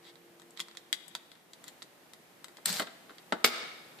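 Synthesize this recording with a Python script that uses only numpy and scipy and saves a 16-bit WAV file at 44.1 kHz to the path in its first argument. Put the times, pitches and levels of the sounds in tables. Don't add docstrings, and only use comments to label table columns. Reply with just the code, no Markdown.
import sys
import numpy as np
from scipy import signal
from scipy.fft import rfft, irfft
from scipy.io import wavfile
from scipy.ndimage import uniform_filter1d

SR = 44100
rng = np.random.default_rng(int(sys.argv[2]) if len(sys.argv) > 2 else 0)


def waveform_to_disk(signal):
    frames = np.transpose(np.atleast_2d(signal))
    scaled = np.clip(frames, -1, 1) * 32767
    samples = np.round(scaled).astype(np.int16)
    wavfile.write(sys.argv[1], SR, samples)


N = 176400

# start_s, level_db, low_mid_db, treble_db, left_db
SHACKLE_CLICKS = [(0.155, -44, -27, -25, -4), (0.397, -48.5, -18, -11.5, 4), (0.418, -47.5, -14.5, -13, 4),
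                  (0.506, -56.5, -25, -1, 7), (0.573, -33.5, -31, -22, -3), (0.594, -29.5, -26, -18.5, 5),
                  (0.601, -19, -31.5, -19.5, 3), (0.61, -35, -41, -10, -1.0), (0.683, -39, -23, -19, 2),
                  (0.712, -45.5, -20, -21, -2), (0.75, -49, -17, -13, 1), (0.77, -28.5, -31, -17.5, -5),
                  (0.927, -14, -30, -16.5, 1), (1.08, -46, -23, 0, 6), (1.15, -22.5, -19.5, -18, 1),
                  (1.316, -43, -20, -16, 5), (1.533, -37.5, -32, -16.5, -1), (1.64, -42.5, -17.5, -7.5, 3),
                  (1.68, -42, -34, -4.5, 7), (1.82, -35, -26.5, -25, -7), (1.824, -37.5, -27, -14, 10),
                  (2.134, -40.5, -21, -12, 2.5), (2.443, -34.5, -23, -11.5, 5.5),
                  (2.482, -41.5, -19, -15.5, 2), (2.569, -37, -26, -19, 4), (3.182, -37.5, -26, -22, 0)]
# start_s, length_s, level_db
SHACKLE_SLIDES = [(0.023, 0.091, -53.5), (0.563, 0.063, -48.5), (1.66, .035, -50.5)]
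# freq_hz, gain_db
LOCK_COLOUR = [(60, -31), (200, -16), (600, -19.5), (1100, -10), (2700, -12), (4000, -4), (6000, -15.5),
               (9000, -20.5), (14500, -28.5)]
# freq_hz, width_hz, peak_db
LOCK_MODES = [(946, 90, 6), (1300, 79, 5.7), (1988, 450, 8.8), (3326, 240, 7.3), (3783, 330, 6.5),
              (4700, 210, 5.2), (7190, 230, 5.7), (7870, 320, 9.2), (10500, 230, 4.7)]
# time_s, force_db
KEY_PULL = [(2.651, -60), (2.656, -35.5), (2.68, -34), (2.704, -31.5), (2.715, -38), (2.73, -34.5),
            (2.78, -36), (2.80, -40), (2.83, -44.5), (2.85, -67)]
# freq_hz, gain_db
KEYWAY_COLOUR = [(50, -35), (120, -6), (190, 5), (300, -12), (800, -2), (1150, -6), (1700, 0), (2900, -4.5),
                 (4300, 3.5), (5800, -5), (7800, -3), (11000, -11), (14000, -7.5)]
# start_s, level_db
PIN_SNAPS = [(2.6577, -6), (2.6588, -7), (2.694, -17), (2.721, -24), (2.7276, -15), (2.7983, -16)]
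# freq_hz, gain_db
PIN_COLOUR = [(100, -36), (1000, -19), (1700, -2), (2600, -10), (4500, -1), (6200, -14), (7700, 4.5),
              (11000, -8.5), (14500, -5)]
# start_s, level_db
SNAP_BLOWS = [(3.4426, -4), (3.4454, 12.5), (3.4472, -0.5), (3.451, -1), (3.462, -2), (3.4756, -6.5),
              (3.484, -12)]
# freq_hz, gain_db
STEEL_COLOUR = [(40, -18), (140, -19), (250, -7.5), (900, -4.5), (2300, -2), (4300, 0.5), (6000, -8.5),
                (7700, -7.5), (11500, -18.5), (14500, -15.5)]
# freq_hz, width_hz, peak_db
STEEL_MODES = [(244, 35, 9.5), (438, 56, 8.5), (656, 55, 8.5), (1300, 63, 8.5), (1690, 55, 4),
               (2080, 35, 2), (2224, 43, 10), (2460, 78, -0.5), (3750, 70, -0.5), (4120, 130, -7),
               (4900, 89, 4), (5600, 62, 7), (9967, 100, 7), (14100, 130, 21.5)]
# start_s, level_db, treble_db
WOOD_KNOCKS = [(1.353, -51, 19), (2.492, -43, 0), (2.583, -33, -2), (2.7965, -17, 14.5), (2.802, -15, -4),
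               (2.821, -18, 6), (2.870, -28, 10), (3.095, -31.5, 4), (3.106, -31.5, 1), (3.3231, -5, 1),
               (3.988, -45, 21)]
# freq_hz, gain_db
WOOD_COLOUR = [(40, -29), (120, -26), (220, -5), (600, -4), (1600, -0.5), (2400, -15), (3800, -11),
               (6000, -27), (8000, -25.5), (14500, -44)]
# freq_hz, width_hz, peak_db
WOOD_MODES = [(415, 53, 2), (677, 55, 8), (1340, 170, 3.5), (2060, 250, 5)]
# freq_hz, correlation
CONTACT_LIKENESS = [(60, 0.99), (300, 0.89), (700, 0.57), (2000, 0.53), (6000, 0.28), (14000, .1)]
# pitch_hz, level_db
FAINT_TONES = [(172.3, -74), (344.5, -65), (463.0, -70.5)]
# freq_hz, gain_db
AIR_COLOUR = [(12, -64), (20, -31), (70, -31), (160, -10.5), (310, -10.5), (347, -7), (377, -11.5),
              (753, -12.5), (914, -15.5), (1420, -17.5), (1730, -17), (1880, -17), (5850, -26.5),
              (13100, -27.5), (15000, -26)]
# time_s, gain_db
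AIR_DRIFT = [(0, -0.5), (.5, 0), (1.2, 0), (1.48, -2), (1.65, 3), (1.9, 0.5), (2.35, 1), (3.1, 2.5),
             (4, 4.5)]
# freq_hz, correlation
ROOM_LIKENESS = [(30, .4), (130, 0.83), (300, 0.66), (600, 0.54), (1200, 0.12), (14000, 0.041)]
# freq_hz, t60_s
ROOM_DECAY = [(100, .6), (300, 0.66), (1000, 0.91), (3500, 1), (7000, 0.76), (14000, 0.34)]
# freq_hz, gain_db
ROOM_COLOUR = [(100, 0), (300, 2), (1000, 1.5), (3500, -0.5), (7000, -3), (14000, 2)]

CLICK_GAIN_DB, FLAT_LOW_MID_DB, FLAT_TREBLE_DB = 10, -25.5, -22
AIR_DB, TONES_END_S, TONES_FADE_S = -59.5, 1.07, 0.44
TAIL_DB, TAIL_RISE_S = -16.5, 0.0084
NEAR_DB, NEAR_T60_S, NEAR_DELAY_S = -7, 0.076, 0.0037
LIMIT_DB, RECOVER_DB_PER_S = -11.5, 83
MIC_EDGE_HZ, BAND_EDGE_HZ = 14650, 16100


def shackle():
    out = np.zeros((2, N))
    for start_s, level_db, low_mid_db, treble_db, left_db in SHACKLE_CLICKS:
        shelf = [(1300, low_mid_db - FLAT_LOW_MID_DB), (2400, 0.005),
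                 (4800, 0), (7000, treble_db - FLAT_TREBLE_DB)]
        blow = contact(t60_s=0.019) + 1.15 * contact(t60_s=0.0052)
        click = panned(body(blow, LOCK_COLOUR, LOCK_MODES, shelf), left_db)
        add(out, start_s + 0.0011, click * amp(level_db + CLICK_GAIN_DB) / 2)
    for start_s, length_s, level_db in SHACKLE_SLIDES:
        progress = np.linspace(0, 1, round(length_s * SR))
        force = np.interp(progress, [0, 0.8, 1], [0.2, 1, 0])
        scrape = force * friction(len(force), grains_per_s=2300, spread_db=0.5)
        add(out, start_s, amp(level_db) * body(scrape, LOCK_COLOUR, LOCK_MODES))
    return out


def key():
    force = amp(np.interp(np.arange(N) / SR, *np.transpose(KEY_PULL), left=-150, right=-150))
    rasp = force * friction(N, grains_per_s=3500, spread_db=2)
    out = body(rasp, KEYWAY_COLOUR)[:, :N]
    for start_s, level_db in PIN_SNAPS:
        add(out, start_s, amp(level_db) * body(contact(t60_s=0.012), PIN_COLOUR))
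    return out


def snap():
    blows = np.zeros((2, N))
    for start_s, level_db in SNAP_BLOWS:
        add(blows, start_s, amp(level_db) * contact(t60_s=0.025))
    return body(blows, STEEL_COLOUR, STEEL_MODES)[:, :N]


def knocks():
    out = np.zeros((2, N))
    for start_s, level_db, treble_db in WOOD_KNOCKS:
        tap = body(contact(t60_s=0.036), WOOD_COLOUR, WOOD_MODES, shelf=[(1200, 0), (2600, treble_db)])
        thud = body(contact(t60_s=0.12), WOOD_COLOUR, WOOD_MODES, shelf=[(500, 5), (2500, -16.5)])
        add(out, start_s, amp(level_db) * (tap + amp(-1.5) * thud))
    return out


def contact(t60_s):
    time_s = np.arange(8192) / SR
    fade = amp(-60 * time_s / t60_s)
    spectrum = rfft(rng.standard_normal((2, len(time_s))) * fade)
    flattened = irfft(spectrum / np.sqrt(abs(spectrum) + 1e-9))
    blow = paired(flattened * np.minimum(10 * fade, 1), CONTACT_LIKENESS)
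    return 2 * blow / np.sqrt((blow ** 2).sum(1, keepdims=True))


def friction(samples, grains_per_s, spread_db):
    strength = amp(spread_db * np.minimum(rng.exponential(1, samples), 4))
    slips = rng.random(samples) < grains_per_s / SR
    return unit_rms(paired(strength * slips * rng.standard_normal((2, samples)), CONTACT_LIKENESS))


def body(x, colour, modes=(), shelf=((1, 0), (2, 0))):
    freq_hz = abs(np.fft.fftfreq(8192, 1 / SR))
    modes_db = sum(peak_db / (1 + (2 * (freq_hz - mode_hz) / width_hz) ** 2)
                   for mode_hz, width_hz, peak_db in modes)
    gain = unit_rms(amp(at_freq(colour, freq_hz) + modes_db)) * amp(at_freq(shelf, freq_hz))
    response = np.exp(np.conj(signal.hilbert(np.log(gain + 1e-9))))
    ring = np.fft.ifft(response).real[:len(freq_hz) // 2]
    return signal.fftconvolve(x, ring[None], axes=1)


def room(x):
    time_s = np.arange(SR) / SR
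    freq_hz, frame_s, spectra = signal.stft(room_noise(SR), SR, nperseg=256)
    fade = amp(-60 * frame_s / at_freq(ROOM_DECAY, freq_hz)[:, None])
    colour = amp(at_freq(ROOM_COLOUR, freq_hz))[:, None]
    tail = signal.istft(spectra * fade * colour, SR, nperseg=256)[1][:, :SR]
    tail *= np.minimum(time_s / TAIL_RISE_S, 1)
    near = room_noise(SR) * (time_s > NEAR_DELAY_S) * amp(-60 * time_s / NEAR_T60_S)
    echo = amp(TAIL_DB) * tail / np.linalg.norm(tail[0]) + amp(NEAR_DB) * near / np.linalg.norm(near[0])
    return x + signal.fftconvolve(x, echo, axes=1)[:, :N]


def background():
    time_s = np.arange(N) / SR
    colour = amp(at_freq(AIR_COLOUR, np.fft.rfftfreq(N, 1 / SR)))
    air = unit_rms(irfft(rfft(room_noise(N)) * colour, N))
    air_db = AIR_DB + np.interp(time_s, *np.transpose(AIR_DRIFT))
    tones = sum(np.sqrt(2) * amp(level_db) * np.sin(2 * np.pi * (pitch_hz * time_s + rng.random()))
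                for pitch_hz, level_db in FAINT_TONES)
    fade = np.clip((TONES_END_S - time_s) / TONES_FADE_S, 0, 1)
    return amp(air_db) * air + tones * fade


def room_noise(samples):
    return paired(rng.standard_normal((2, samples)), ROOM_LIKENESS)


def paired(x, likeness):
    left, right = rfft(x)
    correlation = np.clip(at_freq(likeness, np.fft.rfftfreq(x.shape[1], 1 / SR)), -1, 1)
    angle_rad = np.arccos(correlation) / 2
    mid, side = np.cos(angle_rad) * left, np.sin(angle_rad) * right
    return irfft([mid + side, mid - side], x.shape[1])


def panned(x, left_db):
    return x * amp([[left_db / 2], [-left_db / 2]])


def amp(db):
    return 10 ** (np.asarray(db) / 20)


def unit_rms(x):
    return x / np.sqrt(np.mean(x ** 2) + 1e-20)


def at_freq(table, freq_hz):
    points_hz, values = np.transpose(table)
    return np.interp(np.log(freq_hz + 1), np.log(points_hz + 1), values)


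def add(mix, start_s, sound):
    part = mix[:, max(round(start_s * SR), 0):][:, :sound.shape[1]]
    part += sound[:, :part.shape[1]]


def scene():
    handling = shackle() + panned(key() + knocks() + snap(), left_db=1.5)
    return room(handling) + background()


def record(dry):
    power_db = 10 * np.log10(abs(uniform_filter1d((dry ** 2).mean(0), size=88)) + 1e-12)
    recovery_db = np.arange(N) * RECOVER_DB_PER_S / SR
    held_db = np.maximum.accumulate(power_db + recovery_db) - recovery_db
    over_db = np.maximum(held_db - LIMIT_DB, 0)
    limited = dry / amp(uniform_filter1d(over_db, size=44))
    mic_lowpass = signal.firwin(151, MIC_EDGE_HZ, fs=SR)
    band_lowpass = signal.firwin(511, BAND_EDGE_HZ, window=("kaiser", 9), fs=SR)
    softened = signal.oaconvolve(limited, mic_lowpass[None], "same")
    return signal.oaconvolve(softened, band_lowpass[None], "same")


dry = scene()
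out = record(dry)
waveform_to_disk(out)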